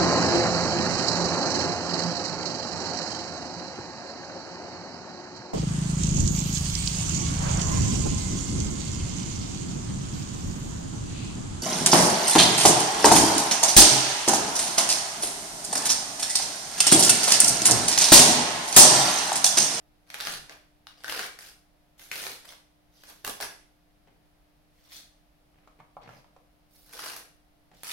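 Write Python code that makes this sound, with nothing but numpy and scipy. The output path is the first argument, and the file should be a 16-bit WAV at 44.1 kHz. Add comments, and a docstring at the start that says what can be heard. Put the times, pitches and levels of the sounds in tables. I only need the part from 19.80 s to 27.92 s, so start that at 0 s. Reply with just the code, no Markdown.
"""Masking tape peeled off paper

Short pulls lift tape from a sheet on a wooden board in a small room: noise-burst cracks of glue strands
make the rasp, peaked bursts the snaps, loud and faint, where the strip sticks and slips. Mostly between two
strips, fingers tap (noise knock plus board modes), rub (uneven noise) and pick at a corner (denser cracks).
A deep noise rumble swells once under the first pull; air noise and a faint sine hum run throughout."""
import sys
import numpy as np
from scipy import signal
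from scipy.fft import rfft, irfft
from scipy.io import wavfile
from scipy.ndimage import uniform_filter1d

SR = 44100
rng = np.random.default_rng(int(sys.argv[2]) if len(sys.argv) > 2 else 0)


def output_pcm(signal):
    """Save a mono or channel-first signal as 16-bit PCM at the path in sys.argv[1].

    Samples are clipped to [-1, 1] before scaling.
    """
    pcm = np.clip(np.atleast_2d(signal).T, -1, 1) * 32767
    wavfile.write(sys.argv[1], SR, np.round(pcm).astype(np.int16))


N = 358091


def gain_of(db):
    """Decibels to amplitude."""
    return 10 ** (np.asarray(db) / 20)


def evened(x):
    """Scales to rms 1."""
    return x / np.sqrt(np.mean(x ** 2) + 1e-20)


def read(points, hz):
    """Reads a table along a log-frequency axis."""
    f, value = np.transpose(points)
    return np.interp(np.log(hz + 1), np.log(f + 1), value)


def add(mix, start_s, sound):
    """Adds a stereo sound to the mix at start_s."""
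    part = mix[:, round(start_s * SR):][:, :sound.shape[1]]
    part += sound[:, :part.shape[1]]


def bins(size=2048):
    """Frequencies [Hz] on which colours are drawn."""
    return np.fft.rfftfreq(size, 1 / SR)


def coloured(x, db):
    """Minimum-phase filter of unit energy, shaped by db over bins()."""
    both_sides_db = np.r_[db, db[-2:0:-1]]
    log_gain = np.log(gain_of(both_sides_db))
    response = np.exp(signal.hilbert(log_gain).conj())
    taps = np.fft.ifft(response).real[:len(db)]
    taps = taps / np.linalg.norm(taps)
    return signal.fftconvolve(x, taps[None], axes=1)


def paired(x, same):
    """Mixes two unrelated channels to the likeness in same: (frequency [Hz], likeness [0-1])."""
    a, b = rfft(x)
    likeness = np.clip(read(same, np.fft.rfftfreq(x.shape[1], 1 / SR)), -1, 1)
    right = likeness * a + np.sqrt(1 - likeness ** 2) * b
    return irfft(np.array([a, right]), x.shape[1])


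# Room air spectrum: (frequency [Hz], level [dB])
AIR_COLOUR = [(15, -8), (42, 1.5), (65, -9.5), (110, -13), (160, -12), (230, -15.5), (420, -18.5),
              (700, -14.5), (1000, -22), (2000, -25), (5000, -30), (7500, -38), (11000, -32.5),
              (16000, -38)]
# Left-right likeness of air and rumble: (frequency [Hz], likeness [0-1])
AIR_LIKENESS = [(30, 0.4), (65, 0.48), (130, 1), (300, 0.067), (700, 0.05), (2000, 0.039)]
# Appliance hum partials: (frequency [Hz], rms level [dB])
HUM_PARTIALS = [(161.5, -79), (300.1, -73), (600, -84.5), (699.8, -83.5)]
AIR_RMS_DB = -64.5


def background(waver=0.058):
    """Still air as shaped noise; appliance hum as sines wavering in level and phase."""
    t = np.arange(N) / SR
    noise = paired(rng.standard_normal((2, N)), AIR_LIKENESS)
    air = coloured(noise, read(AIR_COLOUR, bins()))[:, :N]
    knots_s = np.linspace(0, t[-1], 24)

    def drift():
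        """Slow random waver, interpolated between knots."""
        return np.interp(t, knots_s, rng.standard_normal(len(knots_s)))

    hum = np.zeros(N)
    for hz, rms_db in HUM_PARTIALS:
        level = gain_of(rms_db) * (1 + waver * drift())
        hum += level * np.sin(2 * np.pi * hz * t + 2 * waver * drift())
    return gain_of(AIR_RMS_DB) * evened(air) + np.sqrt(2) * hum


def burst(decay_s, same, size=512):
    """Crack: stereo noise that dies at once, unit energy per channel."""
    t = np.arange(size) / SR
    envelope = (1 + t / decay_s) * np.exp(-t / decay_s)
    x = paired(rng.standard_normal((2, size)), same) * envelope
    return x / np.linalg.norm(x, axis=1, keepdims=True)


def stroke(rise_s, hold_s, fade_s, from_db, to_db):
    """Level [dB] of one hand movement: gathers speed, holds, lets up."""
    corners_s = np.cumsum([0, rise_s, hold_s, fade_s])
    return np.interp(np.arange(0, corners_s[-1], 1 / SR), corners_s, [from_db, 0, 0, to_db])


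def rasp(level_db, bass_db, treble_db, spectrum, strands_per_s, spread_db, grip_db,
         patches_per_s=150, patchy_db=2.5, count=12):
    """Random cracks with drifting grip, each patch in one of count random colours."""
    n, hz = len(level_db), bins()
    sample = np.arange(n)
    knots = np.linspace(0, n, round(n / SR * patches_per_s) + 2)
    drift_db = grip_db * np.interp(sample, knots, rng.standard_normal(len(knots)))
    size_db = spread_db * np.minimum(rng.exponential(1, n), 4) + drift_db
    hits = rng.random(n) < strands_per_s / SR
    strands = evened(hits * gain_of(size_db) * rng.choice([-1, 1], n)) * gain_of(level_db)
    colour = rng.integers(0, count, len(knots) + 1)[np.searchsorted(knots, sample)]
    # lifted paper adds bass, a short taut strip adds treble
    bass_shape_db = bass_db / (1 + (hz / 720) ** 3)
    treble_shape_db = treble_db / (1 + (6500 / (hz + 1)) ** 4)
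    shape_db = read(spectrum, hz) + bass_shape_db + treble_shape_db
    same = [(400, 0.81), (1400, 0.21), (5000, 0.065), (12000, 0.47)]
    x = 0
    for k in range(count):
        peaks = read([(f, rng.standard_normal()) for f in np.geomspace(200, 16000, 24)], hz)
        cracks = signal.fftconvolve((strands * (colour == k))[None], burst(0.00045, same), axes=1)
        x = x + coloured(cracks, shape_db + patchy_db * peaks)
    return x


# Spectrum of taut strip and paper under it: (frequency [Hz], level [dB])
TAUT_STRIP = [(60, -18), (150, -15), (230, -14), (350, -8.5), (650, -2), (1050, -3.5), (1600, -1.5),
              (2300, -3.5), (3300, -4), (5400, -4), (7500, -14.5), (10500, -13.5), (13000, -18.5),
              (16000, -28.5)]
# Distinct single snaps, loud and faint, at set times:
# (time [s], ring level [dB], ring frequency [Hz], crack level [dB])
TIMED_SNAPS = [(0.302, -38.5, 2180, -50), (0.343, -31, 2200, -40), (0.4026, -30.5, 1420, -53),
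               (0.4078, -29.5, 4400, -39), (0.451, -33.5, 4900, -52), (0.471, -25.5, 1880, -58),
               (0.6953, -39.5, 1650, -63), (0.722, -47.5, 2760, -76), (1.0695, -39.5, 3530, -68),
               (1.237, -46.5, 2780, -47), (1.2443, -31, 1730, -52), (1.2809, -33, 1750, -62),
               (1.296, -28.5, 2850, -52), (1.323, -28, 1570, -40), (1.3928, -27, 1560, -41),
               (1.5889, -40, 1900, -46), (2.1945, -48.5, 3140, -60), (2.3147, -28, 2220, -59),
               (2.4671, -31, 1960, -47), (2.653, -48, 1720, -50), (3.236, -47.5, 1700, -51),
               (3.4476, -29.5, 1170, -32), (3.4767, -32, 1030, -30.5), (3.603, -32.5, 774, -59),
               (7.1344, -45.5, 1370, -44), (7.193, -41, 1334, -61), (7.3646, -43, 1420, -37),
               (8.0336, -41.5, 1210, -36)]


def snap(ring_db, ring_hz, crack_db, peak_db=8, width_octaves=0.28, ring_s=0.0012, crack_s=0.0013):
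    """Stuck strip lets go: a sharp crack plus a short noise burst peaked at ring_hz."""
    hz = bins()
    octaves_off = np.log2((hz + 1) / ring_hz)
    bump_db = peak_db * np.exp(-.5 * (octaves_off / width_octaves) ** 2)
    ring = burst(ring_s, [(500, 1.0), (2500, 0.17), (8000, 0.04)])
    ring = coloured(ring, read(TAUT_STRIP, hz) + bump_db)
    crack_shape = [(800, -10.0), (5000, -2.5), (7500, -2.5), (10500, 2.5), (16000, -2.5)]
    crack = coloured(burst(crack_s, [(2000, 0.8), (12000, 0.074)]), read(crack_shape, hz))
    x = gain_of(ring_db) * ring / np.linalg.norm(ring)
    x = x + gain_of(crack_db) * crack / np.linalg.norm(crack)
    level_window_s = .003  # each part's level is its rms over this span
    return x * np.sqrt(2 * level_window_s * SR)


# Pulls on the strip: (time [s], rise [s], hold [s], fade [s], level [dB], bass [dB], treble [dB],
# creep before it [s])
STRIP_PULLS = [(0.337, .125, 0.077, .04, -39.5, -6, 2, 0.072),
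               (0.687, .004, 0.019, .06, -52.5, 3, -23, 0.0033),
               (1.243, .06, 0.15, .025, -40, 0.5, 1.5, 0.071),
               (1.589, .004, .1, .03, -52, -7.5, 9.5, 0.0019),
               (2.181, .012, 0.057, .04, -54.5, 0.5, 13, 0.0022),
               (2.312, .004, .15, .1, -41.5, 3, 9.5, 0.058), (2.674, .006, 0.019, .05, -49.5, 4, 7, 0.061),
               (3.276, 0.011, .014, .015, -48.5, 6.5, 12.5, 0.041),
               (3.444, .02, .035, .02, -40, 14, 15, 0.00036), (3.605, .003, 0.02, .035, -36, 6, 9, 0.00052),
               (7.129, 0.061, .1, .12, -43, 2.5, 5, .07), (8.033, .05, 0.044, .02, -40, -19, 5, .015)]
# Colour shift of second strip, along the near edge of the board: (frequency [Hz], level [dB])
NEAR_EDGE_COLOUR = [(450, -5.5), (800, -2), (1300, 2), (2100, -2), (3100, -2), (5300, 1), (7000, 0.5),
                    (12000, 3.5)]
SECOND_STRIP_S = 6
PULL_FROM_DB, PULL_TO_DB = -9, -12.5  # ends of a pull, re its full level
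CREEP_FROM_DB, CREEP_TO_DB = -65.5, -55.5
SLIP_GAP_S, SLIP_JITTER_GAPS = .019, .45
SLIP_RING_DB, SLIP_CRACK_DB, SLIP_SPREAD_DB = -1.5, -3.5, 3.5  # re pull level
FIRST_RING_HZ, SECOND_RING_HZ, SLIP_SPREAD_OCTAVES = 1900, 1360, 0.54  # per strip


def pull(start_s, rise_s, hold_s, fade_s, db, bass_db, treble_db, creep_s):
    """Glue creeps as the strip tautens, then rasps away; uneven slips follow the pull's level."""
    second = start_s > SECOND_STRIP_S
    colour_db = read(TAUT_STRIP, bins()) + second * read(NEAR_EDGE_COLOUR, bins())
    strip = np.c_[bins(), colour_db]
    creep_db = np.linspace(CREEP_FROM_DB, CREEP_TO_DB, round(creep_s * SR))
    level_db = np.r_[creep_db, db + stroke(rise_s, hold_s, fade_s, PULL_FROM_DB, PULL_TO_DB)]
    x = rasp(level_db, bass_db, treble_db, strip, strands_per_s=2200, spread_db=4.5, grip_db=1.0)
    lead_s = len(creep_db) / SR
    centre_hz = SECOND_RING_HZ if second else FIRST_RING_HZ
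    for beat_s in np.arange(lead_s + SLIP_GAP_S, len(level_db) / SR, SLIP_GAP_S):
        late, ring, crack, pitch = np.clip(rng.standard_normal(4), -1.5, 1.5)
        slip_s = beat_s + SLIP_JITTER_GAPS * SLIP_GAP_S * late
        pull_db = level_db[min(round(slip_s * SR), len(level_db) - 1)]
        ring_db = pull_db + SLIP_RING_DB + SLIP_SPREAD_DB * ring
        crack_db = pull_db + SLIP_CRACK_DB + SLIP_SPREAD_DB * crack
        ring_hz = centre_hz * 2 ** (SLIP_SPREAD_OCTAVES * pitch)
        add(x, slip_s, snap(ring_db, ring_hz, crack_db))
    return start_s - lead_s, x


# Rumble: (time [s], length [s], level [dB])
RUMBLE_EVENT = (0.42, 0.24, -57)
# Rumble spectrum: (frequency [Hz], level [dB])
RUMBLE_SPECTRUM = [(20, -8), (50, 2), (100, -19), (170, -6.5), (260, -18), (2000, -63)]


def rumble():
    """Deep soft noise that swells and fades under the first pull."""
    start_s, length_s, db = RUMBLE_EVENT
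    n = round(length_s * SR)
    x = paired(rng.standard_normal((2, n)), AIR_LIKENESS) * signal.windows.tukey(n, .6)
    return start_s, gain_of(db) * coloured(x, read(RUMBLE_SPECTRUM, bins()))


# Loose strip brushing fingers, nail picking its corner: (time [s], rise [s], hold [s], fade [s],
# level [dB], bass [dB], treble [dB])
STRIP_RUSTLES = [(1.067, 0.0029, 0.011, 0.05, -62, -7, -3), (3.101, 0.076, 0.21, 0.11, -64, 2, 0),
                 (4.239, .035, .03, .12, -71.5, 28, -22), (4.9, 0.15, .03, 0.019, -65.5, -2, -3),
                 (5.088, .045, .035, .045, -47, -6.5, -1), (6.21, 0.0058, 0.011, .03, -60, -3, -22),
                 (6.279, .012, .09, 0.036, -65.5, 9, -2), (6.885, 0.063, 0.18, .08, -62.5, 9, 10.5),
                 (7.929, .03, .06, .02, -62.5, 2, -2)]
# Loose strip spectrum: (frequency [Hz], level [dB])
LOOSE_STRIP = [(100, -7), (600, -9), (1100, -12.5), (2000, -7), (2800, -6.5), (4000, -2), (5700, -3),
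               (7500, -12.5), (11000, -11), (16000, -14)]
RUSTLE_FROM_DB, RUSTLE_TO_DB = -15.5, -11.5  # ends of a rustle, re its full level


def rustle(start_s, rise_s, hold_s, fade_s, db, bass_db, treble_db):
    """Slack strip or picked corner: denser cracks, no snaps."""
    level_db = db + stroke(rise_s, hold_s, fade_s, RUSTLE_FROM_DB, RUSTLE_TO_DB)
    x = rasp(level_db, bass_db, treble_db, LOOSE_STRIP, strands_per_s=5000, spread_db=3.5, grip_db=2.5)
    return start_s, x


# Hand sliding on paper, bearing on board: (start [s], end [s], level [dB])
HAND_RUBS = [(4.259, 4.358, -71), (5.719, 5.92, -71.5), (5.983, 6.023, -61), (6.203, 6.42, -58),
             (7.91, 7.962, -66)]
# Rub spectrum: (frequency [Hz], level [dB])
RUB_COLOUR = [(50, -12), (140, 3), (250, -6.5), (600, -5.5), (1300, -13), (2300, -11.5), (5000, -30),
              (14000, -48)]


def rub(start_s, end_s, db, grain_db=7.5):
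    """Skin drags over rough paper: noise in small uneven catches."""
    n = round((end_s - start_s) * SR)
    catches = gain_of(grain_db * evened(uniform_filter1d(rng.standard_normal(n), 200)))
    noise = paired(rng.standard_normal((2, n)), [(200, 0.91), (3000, 0.13)])
    x = noise * catches * signal.windows.tukey(n, .4)
    return gain_of(db) * coloured(evened(x), read(RUB_COLOUR, bins()))


# Fingers on board: (time [s], relative level [dB], centre frequency [Hz], relative treble [dB])
FINGER_TAPS = [(4.274, -53.5, 600, -13), (5.875, -48, 960, -11), (6.002, -43, 990, -18),
               (6.168, -36, 730, -28), (6.291, -39, 1280, -11), (6.443, -52, 920, -16),
               (6.564, -50, 595, -15), (7.915, -50, 560, -15)]
# Board modes: (frequency [Hz], relative level [dB], t60 [s])
BOARD_MODES = [(172, -12, 0.08), (412, -31, .06), (636, -4, 0.1), (790, 4, 0.034), (886, -1.5, 0.047),
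               (1100, -6.5, 0.044), (1390, -32, 0.02), (2200, -12, 0.043)]


def tap(tap_db, centre_hz, treble_db, ring_db=-13, dull_db=15, trim_db=2.0):
    """Fingertip knock as shaped noise; board modes ring briefly in a random balance per tap."""
    hz, t = bins(), np.arange(SR // 4) / SR
    body_db = -dull_db * np.log2((hz + 1) / centre_hz) ** 2
    shape_db = np.maximum(body_db, treble_db + 3.5 - hz / 400)
    knock = coloured(burst(0.0026, [(500, 1.0), (4000, 0.15)]), shape_db)
    ring = np.zeros(len(t))
    for mode_hz, db, t60_s in BOARD_MODES:
        decay = gain_of(db - 60 * t / t60_s)
        ring += (.5 + rng.random()) * decay * np.sin(2 * np.pi * mode_hz * t)
    x = np.tile(gain_of(ring_db) * ring, (2, 1))
    add(x, 0, knock / abs(knock).max())
    return gain_of(tap_db + trim_db) * x


# Room decay: (frequency [Hz], t60 [s])
ROOM_DECAY = [(100, 0.61), (400, 0.46), (1200, 0.43), (3000, 0.45), (5000, 0.41), (9000, 0.44),
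              (15000, 0.3)]


def room(x, wet_db, first_s=0.0014, build_s=0.0025):
    """Close walls return a dense tail, each band dying at its own speed."""
    t = np.arange(SR) / SR
    echoes = rng.standard_normal((2, SR)) * (rng.random((2, SR)) < .15)
    echoes = paired(echoes, [(150, 1.0), (500, 0.79), (1200, 0)])
    hz, when_s, z = signal.stft(echoes, SR, nperseg=256)
    decay = gain_of(-60 * when_s / read(ROOM_DECAY, hz)[:, None])
    tail = signal.istft(z * decay, SR, nperseg=256)[1][:, :SR]
    tail = tail * np.clip((t - first_s) / build_s, 0, 1)
    tail = tail / np.linalg.norm(tail, axis=1, keepdims=True)
    return x + gain_of(wet_db) * signal.fftconvolve(x, tail, axes=1)[:, :N]


# Stereo lean of tape: (frequency [Hz], left minus right [dB])
TAPE_LEAN = [(400, -1.5), (1100, 0.26), (2300, 1.3), (4500, -0.5), (8500, -0.5), (13000, -7)]


def lean(tape):
    """Splits a level difference per frequency evenly between left and right."""
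    lean_db = read(TAPE_LEAN, np.fft.rfftfreq(N, 1 / SR))
    return irfft(rfft(tape) * gain_of(np.array([lean_db, -lean_db]) / 2), N)


def scene(count=3):
    """Tape and fingers in the room, over the background."""
    tape, hand = np.zeros((2, 2, N))
    for row in STRIP_PULLS:
        add(tape, *pull(*row))
    for start_s, *slip in TIMED_SNAPS:
        add(tape, start_s, snap(*slip))
    add(hand, *rumble())
    for row in STRIP_RUSTLES:
        add(tape, *rustle(*row))
    for row in HAND_RUBS:
        add(hand, row[0], rub(*row))
    for start_s, *touch in FINGER_TAPS:
        add(hand, start_s, tap(*touch))
    tape = lean(tape)
    # room echoes: successive seconds cycle through count random tails
    tail_index = np.arange(N) // SR % count
    peeling = sum(room(tape * (tail_index == k), wet_db=-0.5) for k in range(count))
    return peeling + room(hand, wet_db=-1.5) + background()


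EDGE_HZ = 15950


def record(dry):
    """Band limit: linear-phase lowpass at EDGE_HZ."""
    lowpass = signal.firwin(511, EDGE_HZ, window=("kaiser", 9), fs=SR)
    return signal.oaconvolve(dry, lowpass[None], "same")


dry = scene()
out = record(dry)
output_pcm(out)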